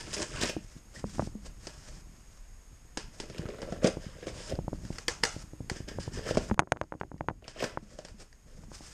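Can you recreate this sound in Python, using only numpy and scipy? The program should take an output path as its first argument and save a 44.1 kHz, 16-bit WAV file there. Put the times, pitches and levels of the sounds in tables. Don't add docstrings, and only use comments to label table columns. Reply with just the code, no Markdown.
import sys
import numpy as np
from scipy import signal
from scipy.fft import rfft, irfft
from scipy.io import wavfile
from scipy.ndimage import uniform_filter1d

SR = 44100
rng = np.random.default_rng(int(sys.argv[2]) if len(sys.argv) > 2 else 0)


def inscribe(sig):
    pcm = np.round(np.clip(np.atleast_2d(sig).T, -1, 1) * 32767)
    wavfile.write(sys.argv[1], SR, pcm.astype(np.int16))


N = 393813
TIME = np.arange(N) / SR

# pitch_hz, level_db
TAPE_COLOUR = [(350, -6.5), (600, -6), (761, -15.5), (903, -4), (1210, -13.5), (1650, -7), (2100, -12.5),
               (2800, -8), (3900, -13), (5150, -2.5), (5900, -8), (6610, -6.5), (9430, -13.5), (10500, -28),
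               (12400, -39.5), (14000, -57.5)]
# pitch_hz, width_hz, level_db
BOX_RESONANCES = [(190, 45, 3), (243, 30, -1), (330, 30, 3), (390, 85, 6), (498, 84, 5), (576, 57, -1),
                  (1126, 140, -1), (1390, 330, 1), (1730, 88, -8.5)]
PANEL_WIDTH_HZ = 65


def blade():
    # (time_s, rasp_db, drone_db)
    strokes = [ (0.66, -17, -8, [(0.0, -38, -64), (0.035, -46.5, -58), (0.07, -47.5, -43.5),
               (0.122, -44, -51), (0.146, -27.5, -64), (0.158, -43, -51.5), (0.225, -37, -37.5),
               (0.265, -49.5, -48), (0.3, -52, -58)]), (0.81, -9, -4.5, [(0.3, -50, -53.5),
               (0.37, -40, -42), (0.405, -40, -40), (0.434, -26.5, -44), (0.448, -43, -36),
               (0.47, -36, -51), (0.5, -34, -58), (0.53, -55, -71), (0.55, -56, -66)]),
               (0.77, -15, -8, [(3.23, -63, -38), (3.266, -75, -62), (3.29, -59, -54), (3.398, -54.5, -41),
               (3.432, -63, -45.5), (3.63, -59, -43.5), (3.742, -54, -45.5), (3.81, -65, -49.5),
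               (3.842, -36, -26.5)]), (.9, -11, -5, [(3.85, -40, -15.5), (3.856, -43.5, -28),
               (3.876, -36, -34), (3.906, -69, -40.5), (3.955, -74, -67)]), (.4, -5, -4.5, [(4.0, -58, -61),
               (4.04, -53.5, -53), (4.1, -56, -61), (4.16, -60.5, -57), (4.215, -58, -54),
               (4.236, -58, -35), (4.255, -56, -61)]), (.1, -30, -10.5, [(4.262, -51, -53),
               (4.285, -43.5, -33), (4.318, -55, -46), (4.38, -45.5, -49), (4.465, -46, -54),
               (4.5, -45, -40), (4.525, -53, -35), (4.56, -68, -67)]), (0.36, -3.5, -17, [(5.72, -71, -67),
               (5.765, -46, -42), (5.806, -58, -52), (5.86, -77, -76)]), (.5, 2, -10, [(5.872, -73, -60),
               (5.886, -42.5, -38), (5.905, -52, -46), (5.935, -61, -48), (5.99, -65.5, -58)]),
               (0.48, -11, -11, [(5.992, -60, -47.5), (6.004, -43.5, -54.5), (6.055, -49.5, -51),
               (6.1, -62, -60)]), (0.54, -5, -9.5, [(6.11, -66, -49), (6.136, -46.5, -52),
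               (6.19, -47.5, -34.5), (6.22, -55, -53), (6.265, -42, -38.5), (6.308, -38.5, -45),
               (6.334, -55, -53), (6.348, -43.5, -52), (6.362, -49.5, -42)]),
               (0.91, -4, -5, [(7.42, -78, -58), (7.447, -66, -61), (7.475, -59, -57), (7.495, -49, -64),
               (7.533, -65, -68)]), (.8, -3, -2.5, [(7.535, -61, -63), (7.565, -56, -42), (7.604, -39, -42),
               (7.63, -44, -47), (7.642, -35, -55), (7.662, -58, -46), (7.7, -65, -55), (7.76, -66, -51)]),
               ]
    # pitch_hz, width_hz, level_db
    steel_modes = [(1625, 67, 5.5), (1770, 72, 5), (2120, 150, -9), (2980, 170, -3.5), (4930, 260, -1.5)]
    rasp_trim_db, drone_trim_db, panel_db = -4, -2.5, -1

    slips = friction(per_s=1800, spread_db=2.7, smooth=.5, clump_db=2.7, clump_per_s=260)
    tugs = friction(per_s=200, spread_db=2.2, smooth=.35, clump_db=2.4, clump_per_s=70)
    glide = rng.standard_normal(N)
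    film, steel, paper, load = np.zeros((4, N))
    for ragged, ring_db, crunch_db, curve in strokes:
        tape = gain_curve(curve, column=1)
        push = gain_curve(curve, column=2)
        scrape = tape * (np.sqrt(ragged) * slips + np.sqrt(1 - ragged) * glide)
        film += scrape
        steel += from_db(ring_db) * scrape
        paper += from_db(crunch_db) * np.sqrt(tape * push)
        load += push

    rasp = shifting(colour(film, TAPE_COLOUR)) / np.std(colour(glide, TAPE_COLOUR))
    ring = resonate(steel, steel_modes) / np.std(resonate(glide, steel_modes))
    drone = rms_one(rms_one(box(tugs)) + from_db(panel_db) * panel(tugs))
    crunch = paper * fibres()
    hollow = from_db(drone_trim_db) * load * drone
    return from_db(rasp_trim_db) * (rasp + ring) + flutes() * (crunch + hollow)


def shifting(x):
    shift_db, shifts_per_s = 2.6, 28
    out, below = 0, 0
    for hz in np.geomspace(700, 8000, 8):
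        low = signal.sosfiltfilt(signal.butter(3, hz, fs=SR, output="sos"), x)
        band = low - below
        out = out + band * from_db(shift_db * wander(shifts_per_s))
        below = low
    return out + x - below


def fibres():
    out = 0
    for hz in np.geomspace(980, 3800, 14):
        sizes = from_db(3.2 * np.minimum(rng.exponential(1, N), 3))
        breaks = (rng.random(N) < 60 / SR) * sizes
        out = out + resonate(breaks, [(hz, hz / 13, -3.5 * np.log2(hz / 900))])
    return rms_one(signal.sosfilt(signal.butter(2, 5000, fs=SR, output="sos"), out))


def flutes():
    flutes_per_s, jitter_cycles, swing_db = 23, 0.35, -0.5
    cycles = flutes_per_s * TIME + jitter_cycles * wander(19)
    return from_db(swing_db * np.cos(2 * np.pi * cycles))


def panel(x):
    size, r = 256, np.exp(-np.pi * PANEL_WIDTH_HZ / SR)
    out, state = np.zeros(N), np.zeros(2)
    for i, hz in zip(range(0, N, size), panel_hz(TIME[::size])):
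        poles = [1, -2 * r * np.cos(2 * np.pi * hz / SR), r * r]
        out[i:i + size], state = signal.lfilter([1, 0, -1], poles, x[i:i + size], zi=state)
    return rms_one(board(out))


def panel_hz(s):
    # time_s, pitch_hz
    glide_points = [(0, 302), (.3, 360), (.43, 590), (.55, 450), (3.3, 350), (3.5, 390), (3.63, 550),
                    (3.73, 577), (3.85, 534), (4.3, 530), (4.55, 564), (5.75, 304), (6.1, 322), (6.3, 534),
                    (6.4, 510), (7.48, 606), (7.63, 623), (7.75, 487), (8.0, 563)]
    return np.interp(s, *np.transpose(glide_points))


def box(x):
    return board(resonate(x, BOX_RESONANCES))


def board(x):
    edge_hz, leak_db = 650, -19
    return signal.sosfilt(signal.butter(6, edge_hz, fs=SR, output="sos"), x) + from_db(leak_db) * x


def tape_snaps():
    # time_s, crack_db, thump_db
    snap_times = [(0.1434, -34, -47), (0.203, -38, -27.5), (0.219, -25, -40), (0.413, -43, -46),
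                  (0.434, -28, -20), (0.456, -25, -44), (1.67, -29, -32), (2.973, -21, -27.5),
                  (3.2009, -25.5, -29), (3.299, -38.5, -31), (3.382, -35, -51), (3.488, -39.5, -27.5),
                  (3.618, -33, -30), (3.629, -46, -26), (3.7234, -38.5, -21.5), (3.8440, -23, -8),
                  (3.865, -34, -16), (3.875, -38, -16), (4.269, -35.5, -25), (5.887, -45, -52),
                  (6.309, -31, -17), (6.343, -42, -28), (6.3717, -26, -10.5), (6.379, -28.5, -29),
                  (7.480, -27, -32), (7.6256, -27, -18.5), (7.641, -19, -40), (7.988, -34.5, -26.5),
                  (8.0496, -31, -36)]
    crack_room_db, thump_room_db, thump_panel_db = 3, -4, 5
    cracks, spread, thumps = np.zeros((3, N))
    for s, crack_db, thump_db in snap_times:
        crack = burst(lambda x: colour(x, TAPE_COLOUR), decay_s=.005, flurry=3.0)
        add(cracks, s, from_db(crack_db) * crack)
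        add(spread, s, from_db(crack_db + crack_room_db) * clean_crack(TAPE_COLOUR))
        struck = BOX_RESONANCES + [(panel_hz(s), PANEL_WIDTH_HZ, thump_panel_db)]
        thump = burst(lambda x: board(resonate(x, struck)), decay_s=0.0066, flurry=0.98)
        add(thumps, s, from_db(thump_db) * thump)
    dull = [(100, -1.0), (5500, -5.0), (9000, -10.5), (13000, -17)]  # Hz, dB
    return colour(cracks + thumps, dull), colour(spread + from_db(thump_room_db) * thumps, dull)


def paper_tears():
    # time_s, level_db (of the first tick), pitch_hz
    tear_times = [(0.008, -42.5, 2270), (0.131, -38, 3300), (0.167, -33, 2200), (0.18, -44.5, 3040),
                  (0.221, -48, 2700), (0.237, -50, 2000), (0.413, -32, 3300), (0.431, -30.5, 2400),
                  (0.434, -30, 840), (0.436, -30, 3920), (0.457, -37, 2350), (0.483, -42, 2240),
                  (0.494, -32, 2070), (3.347, -46, 2660), (3.381, -41.5, 3220), (3.419, -43.5, 1500),
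                  (3.455, -40, 1400), (3.5, -44.5, 1600), (3.538, -41, 1210), (3.585, -46, 1210),
                  (3.627, -39, 810), (3.76, -45.5, 1300), (4.497, -41, 4700), (6.269, -37, 1600),
                  (6.286, -33.5, 1200), (6.304, -36.5, 2380), (7.424, -44.5, 730), (7.443, -43.5, 2260),
                  (7.458, -51, 2000), (7.603, -30.5, 2000), (7.624, -22, 810), (7.64, -25.5, 1500),
                  (7.695, -45, 1430)]
    run_s, fade_db, spread_octaves, jolt_db = .013, -7, .22, -7
    out = np.zeros(N)
    for s, level_db, centre_hz in tear_times:
        for late in rng.random(size=4) * [0, 1, 1, 1]:
            hz = centre_hz * 2 ** (spread_octaves * rng.standard_normal())
            fibre = [(hz, hz / 6, -7)]
            snap = burst(lambda x: resonate(x, fibre) + from_db(jolt_db) * box(x), decay_s=0.0014, flurry=0.84)
            add(out, s + late * run_s, from_db(level_db + fade_db * late) * snap)
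    return out


def knocks():
    # pitch_hz, width_hz, level_db
    bench_modes = [(70, 50, -5), (132, 55, -2), (245, 50, -5.5), (320, 50, -4), (540, 190, -4.5),
                   (860, 300, -2), (1400, 600, -5)]
    # pitch_hz, width_hz, level_db
    stand_modes = [(6620, 230, 3.5), (8720, 170, 8)]
    lead_s, rebound_s, rebound_db = 1 / 200, .035, -25
    out = np.zeros(N)
    t = TIME[:SR // 8] - lead_s
    for s, level_db, contact_ms in contacts():
        half_width = contact_ms / 1000 / 2
        push = 1 / np.cosh(np.minimum(1.333 * t / half_width, 40))
        again_s, again_db = rng.uniform(.0007, .003), rng.uniform(-17, -8)
        push += from_db(again_db) / np.cosh(np.clip((t - again_s) / half_width, -40, 40))
        for late in rng.random(size=3):
            lag = np.clip((t - .004 - late * rebound_s) / half_width, -80, 80)
            push += from_db(rebound_db - 22 * late) / np.cosh(0.45 * lag)
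        spot = varied(bench_modes, detune=.11, spread_db=3)
        stand = from_db(8.0) * resonate(push, stand_modes)
        knock = from_db(-11.0) * push + resonate(push, spot) + stand
        add(out, s - lead_s, from_db(level_db) * knock)
    return signal.sosfilt(signal.butter(2, 55, "high", fs=SR, output="sos"), out)


def contacts():
    # time_s, level_db (of the push, before its resonances), contact_ms (width at half height)
    knock_times = [(0.5667, -18, 0.93), (0.7657, -32.5, 1.9), (1.0421, -15, 0.74), (1.1839, -28, 0.39),
                   (1.1956, -10, 0.5), (1.2024, -24.5, 0.18), (1.2223, -24.5, 0.38), (1.274, -23, 1.07),
                   (3.395, -23, 1.3), (3.456, -24.5, 1.3), (3.971, -20, 0.8), (4.066, -27, 2.1),
                   (4.537, -20, 2.4), (4.5897, -16.5, 0.89), (4.681, -16.5, 0.77), (4.7311, -17.5, 0.84),
                   (4.905, -19, 1.13), (5.3653, -24.5, 1.4), (5.441, -33, 2.3), (5.5351, -26, 1.02),
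                   (5.606, -22, 1.36), (5.7164, -18.5, 1.6), (5.805, -22.5, 1.23), (5.9867, -16, 0.69),
                   (6.0788, -19, 0.96), (6.3107, -36, 0.58), (6.356, -21, 0.56), (6.3726, -19, 0.48),
                   (6.41, -24, 0.81), (6.4993, -20.5, 0.25), (6.5127, -14.5, 0.23), (6.5151, -10.5, 0.86),
                   (6.578, -29.5, 0.38), (6.5935, 2, 0.13), (6.599, -13, 0.11), (6.606, -27.5, 0.23),
                   (6.622, -24, 0.53), (6.633, -30, 0.42), (6.674, -30.5, 0.4), (6.7212, -1, 0.14),
                   (6.763, -30, 0.47), (6.7711, -25.5, 0.19), (6.8142, -10, 0.19), (6.829, -34, 0.37),
                   (6.8392, -33, 0.5), (6.9232, -19, 0.33), (6.9398, -30.5, 0.37), (6.952, -30.5, 0.9),
                   (7.013, -13.5, 0.25), (7.0344, -22, 0.31), (7.05, -35, 1.3), (7.117, -25.5, 0.49),
                   (7.143, -29, 0.97), (7.164, -37.5, 0.81), (7.209, -15.5, 0.32), (7.243, -39, 0.69),
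                   (7.286, -9, 0.23), (7.298, -26.5, 0.2), (7.302, -24, 0.35), (7.311, -25, 0.76),
                   (7.7741, -15.5, 0.4), (8.637, -38.5, 0.49), (8.7177, -31, 0.56), (8.808, -34, 0.68)]
    slap_above_db, slap_lag_s, slap_db = -6, 0.00207, -19
    for s, level_db, contact_ms in knock_times:
        yield s, level_db, contact_ms
        if level_db > slap_above_db:
            yield s + slap_lag_s, level_db + slap_db, contact_ms


def bench_rattle(knock):
    rattle_db, limit_db = -5.5, -37.5
    t = TIME[:SR // 5]
    shiver = rng.standard_normal(len(t)) * np.exp(-t / 0.015) * (t > .005)
    dull = [(60, -10), (200, 0), (380, 2), (600, -5), (1100, -10), (2000, -22), (3500, -34)]  # Hz, dB
    shiver = colour(shiver / np.sqrt(np.sum(shiver ** 2)), dull)
    play = from_db(limit_db)
    return from_db(rattle_db) * signal.fftconvolve(play * np.tanh(knock / play), shiver)[:N]


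def knife_clicks():
    # time_s, level_db
    click_times = [(4.554, -46), (4.851, -48), (4.928, -49), (4.958, -47), (4.984, -34), (5.0817, -20),
                   (5.094, -34.5), (5.2319, -41), (5.2354, -20), (5.2368, -19), (5.251, -25.5),
                   (5.698, -28.5), (6.835, -51), (7, -49.5), (7.18, -55), (8.085, -45), (8.328, -50)]
    # pitch_hz, width_hz, level_db
    knife_modes = [(366, 24, 0), (468, 45, 4), (910, 190, -1.5), (1780, 480, 5.5), (2250, 640, -11),
                   (2800, 330, -3.5), (4890, 990, 4), (6670, 420, -9), (7960, 900, -15),
                   (11200, 4000, -16.5)]
    # pitch_hz, level_db
    spread_colour = [(120, -29), (350, 4), (1000, 2.5), (1900, 0), (3900, -4.5), (5200, 2.5), (6700, 3),
                     (9400, -11.5), (10500, -25), (14000, -41)]
    # pitch_hz, level_db
    microphone_colour = [(100, 13.5), (9000, -1), (10500, -10), (14000, -17)]
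    room_db = 2.5
    direct, spread = np.zeros((2, N))
    for s, level_db in click_times:
        spot = varied(knife_modes, detune=.015, spread_db=1.2)
        click = burst(lambda x: resonate(x, spot), decay_s=0.0033, flurry=2.5)
        add(direct, s, from_db(level_db) * click)
        add(spread, s, from_db(level_db + room_db) * clean_crack(spread_colour))
    return colour(direct, microphone_colour), spread


def sleeves():
    # start_s (at full level), hold_s, rustle_db, drone_db
    slides = [(0.632, 0.15, -61.5, -72), (0.963, 0.035, -49.5, -52), (1.079, 0.19, -54, -76),
              (1.463, 0.007, -52, -52.5), (1.625, 0.38, -57.5, -61.5), (2.112, 0.3, -70, -76),
              (3.146, 0.085, -58, -59.5), (4.692, 0.19, -64.5, -61), (4.846, 0.19, -60, -64),
              (5.313, 0.11, -52.5, -59.5), (6.425, 0.067, -52.5, -52), (7.457, 0.044, -70, -61),
              (7.829, 0.28, -62, -59), (8.202, 0.025, -52, -51), (8.487, 0.16, -65.5, -61),
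              (8.737, 0.25, -51, -85), (8.75, 0.0036, -56, -68)]
    # pitch_hz, level_db
    cloth_colour = [(240, -19), (400, -2), (625, -10), (880, -8), (1770, -6), (2090, -8.5), (4130, -10.5),
                    (5090, -2), (6090, -5.5), (6560, -5), (9230, -11), (10200, -26), (12100, -25),
                    (14000, -50.5)]
    attack_s, release_s = 0.021, 0.0093
    slips = friction(per_s=4800, spread_db=3.5, smooth=0.99, clump_db=2.5, clump_per_s=61)
    cloth = rms_one(colour(slips, cloth_colour))
    drone = rms_one(box(slips))
    out = np.zeros(N)
    for start, hold, rustle_db, drone_db in slides:
        rubbing = from_db(rustle_db) * cloth + from_db(drone_db) * drone
        out += gesture(start, hold, attack_s, release_s) * rubbing
    return out


def gesture(start, hold, attack_s, release_s):
    rise = np.minimum(TIME - start, 0) / attack_s
    fall = np.maximum(TIME - start - hold, 0) / release_s
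    return np.exp(rise - fall)


def pats():
    # time_s, level_db
    pat_times = [(0.572, -33.5), (1.048, -28), (1.182, -28), (1.225, -27.5), (1.251, -41), (1.353, -28.5),
                 (4.737, -35), (6.519, -20), (7.826, -36), (8.143, -40), (8.629, -48), (8.682, -40)]
    # pitch_hz, width_hz, level_db
    lid_modes = [(204, 27, 12), (287, 20, -8.5), (332, 31, -29.5)]
    out = np.zeros(N)
    soft = signal.butter(2, 400, fs=SR, output="sos")
    for s, level_db in pat_times:
        boom = burst(lambda x: signal.sosfilt(soft, resonate(x, lid_modes)), decay_s=0.008, flurry=0.15)
        add(out, s, from_db(level_db) * boom)
    return out


def squeaks():
    # time_s (of the peak), pitch_hz, length_s, peak_db
    squeak_times = [(0.963, 1897, 0.012, -43.5)]
    out = np.zeros(N)
    for s, hz, length, peak_db in squeak_times:
        swell = np.exp(-(2 * (TIME - s) / length) ** 2)
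        out += from_db(peak_db) * swell * np.sin(2 * np.pi * hz * TIME + 0.75 * wander(300))
    return out


def tick():
    at_s, peak_db, decay_s = 6.5435, -30, .003
    since = TIME - at_s
    return from_db(peak_db) * (since > 0) * np.exp(-np.abs(since) / decay_s)


def bench_tremble():
    # time_s, level_db
    leaning = [(0.0, -58), (0.35, -49.5), (0.82, -58.5), (1.22, -45.5), (1.49, -55), (1.99, -53),
               (2.46, -67.5), (2.91, -58.5), (3.85, -51), (4.12, -50.5), (4.43, -54.5), (4.75, -48.5),
               (5.42, -56.5), (6.1, -48.5), (6.47, -43), (6.82, -56.5), (7.56, -54), (8.38, -64.5),
               (8.68, -49.5), (8.93, -61.5)]
    # pitch_hz, level_db
    tremble_colour = [(15, -6), (30, 8), (70, 5), (130, 1.5), (200, -2), (330, -10.5), (550, -25),
                      (1200, -40.5), (3000, -53.5)]
    trim_db = 4.0
    jolts = friction(per_s=130, spread_db=2.5, smooth=0.71, clump_db=3.5, clump_per_s=26)
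    return from_db(trim_db) * gain_curve(leaning) * rms_one(colour(jolts, tremble_colour))


def background():
    # pitch_hz, level_db
    rumble_colour = [(12, -15), (27, 3.5), (55, -5), (90, -18), (200, -32.5), (500, -39.5), (1500, -61.5)]
    # pitch_hz, level_db
    hiss_colour = [(200, -0.5), (500, 1), (1000, -1), (2000, -2.5), (4200, -11), (5200, -3.5), (6050, -11),
                   (6550, 6), (7100, -5), (9600, -8.5), (10400, -15.5), (13000, -13.5), (14500, -41)]
    # time_s, level_db
    hiss_curve = [(0, -62), (2.8, -63), (6.5, -61.5), (7.5, -67.5), (8.3, -65.5), (8.93, -61)]
    rumble_db = -52.5
    rumble = from_db(rumble_db) * rms_one(colour(rng.standard_normal(N), rumble_colour))
    return rumble + gain_curve(hiss_curve) * rms_one(colour(rng.standard_normal(N), hiss_colour))


def room(x):
    bass_t60_s, treble_t60_s, room_db = 0.34, 0.3, -6.5
    t = TIME[:SR // 2]
    tail = 0
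    for kind, t60 in (("low", bass_t60_s), ("high", treble_t60_s)):
        split = signal.butter(2, 3000, kind, fs=SR, output="sos")
        noise = signal.sosfilt(split, rng.standard_normal(len(t)))
        tail = tail + noise * from_db(-60 * t / t60) * (t > .003)
    tail = tail * from_db(1.3 * wander(400)[:len(t)])
    walls = [(150, -6.0), (600, -2.0), (2000, 0.0), (6500, -3.0), (12000, 1.0)]  # Hz, dB
    tail = colour(tail / np.sqrt(np.sum(tail ** 2)), walls)
    return from_db(room_db) * signal.fftconvolve(x, tail)[:N]


def dip():
    at_s, depth_db, half_life_s = 6.548, -15, 0.41
    since = np.maximum(TIME - at_s, 0)
    onset = uniform_filter1d((since > 0) * 1., size=400)
    return from_db(depth_db * onset / (1 + since / half_life_s))


def friction(per_s, spread_db, smooth, clump_db, clump_per_s):
    sizes = from_db(spread_db * np.minimum(rng.exponential(1, N), 4))
    slips = (rng.random(N) < per_s / SR) * sizes * rng.choice([-1, 1], N)
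    rubbing = rms_one(slips) + smooth * rng.standard_normal(N)
    return rms_one(rubbing * from_db(clump_db * wander(clump_per_s)))


def burst(body, decay_s, flurry):
    t = TIME[:SR // 8]
    slips = rng.standard_normal(len(t)) * np.exp(-t / decay_s)
    slips *= flurry / np.sqrt(np.sum(slips ** 2))
    slips[0] += 1
    sound = body(slips)
    return sound / (2 * np.sqrt(np.sum(sound ** 2) / (SR // 120)))


def clean_crack(spectrum):
    return burst(lambda x: colour(x, spectrum), decay_s=1, flurry=0)


def varied(modes, detune, spread_db):
    return [(hz * (1 + detune * rng.standard_normal()), width, db + spread_db * rng.standard_normal())
            for hz, width, db in modes]


def resonate(x, modes):
    out = np.zeros(len(x))
    for hz, width, db in modes:
        r = np.exp(-np.pi * width / SR)
        poles = [1, -2 * r * np.cos(2 * np.pi * hz / SR), r * r]
        ring = signal.lfilter([1, 0, -1], poles, x + 1e-18)
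        out += from_db(db) * (1 - r * r) / 2 * ring
    return out


def colour(x, spectrum):
    size = 8192
    hz, db = np.transpose(spectrum)
    bins_hz = np.arange(size // 2 + 1) * SR / size
    log_gain = np.log(from_db(np.interp(np.log(bins_hz + 1), np.log(hz), db)))
    cepstrum = irfft(log_gain)[:size // 2]
    cepstrum[1:] *= 2
    return signal.fftconvolve(x, irfft(np.exp(rfft(cepstrum, size))))[:len(x)]


def gain_curve(rows, column=1):
    rows = np.array(rows)
    inside = (TIME >= rows[0, 0]) & (TIME <= rows[-1, 0])
    fade = np.abs(uniform_filter1d(inside * 1., size=400))
    return from_db(np.interp(TIME, rows[:, 0], rows[:, column])) * fade


def wander(per_s):
    knots = rng.standard_normal(N // 8)
    return rms_one(np.interp(TIME * per_s, np.arange(len(knots)), knots))


def add(track, s, sound):
    start = int(round(s * SR))
    track[start:start + len(sound)] += sound[:N - start]


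def rms_one(x):
    return x / np.sqrt(np.mean(x ** 2) + 1e-20)


def from_db(db):
    return 10 ** (np.asarray(db) / 20)


def scene():
    snaps, snaps_spread = tape_snaps()
    clicks, clicks_spread = knife_clicks()
    rubbing = blade() + paper_tears() + sleeves() + squeaks() + pats()
    direct = rubbing + snaps + clicks
    reverb = room(rubbing + snaps_spread + clicks_spread)
    dipped = dip() * (direct + reverb + background() + bench_tremble())
    knock = knocks()
    return (dipped + knock + bench_rattle(knock) + tick())[None]


def record(dry):
    return signal.sosfilt(signal.ellip(10, .1, 80, 14300, fs=SR, output="sos"), dry)


dry = scene()
out = record(dry)
inscribe(out)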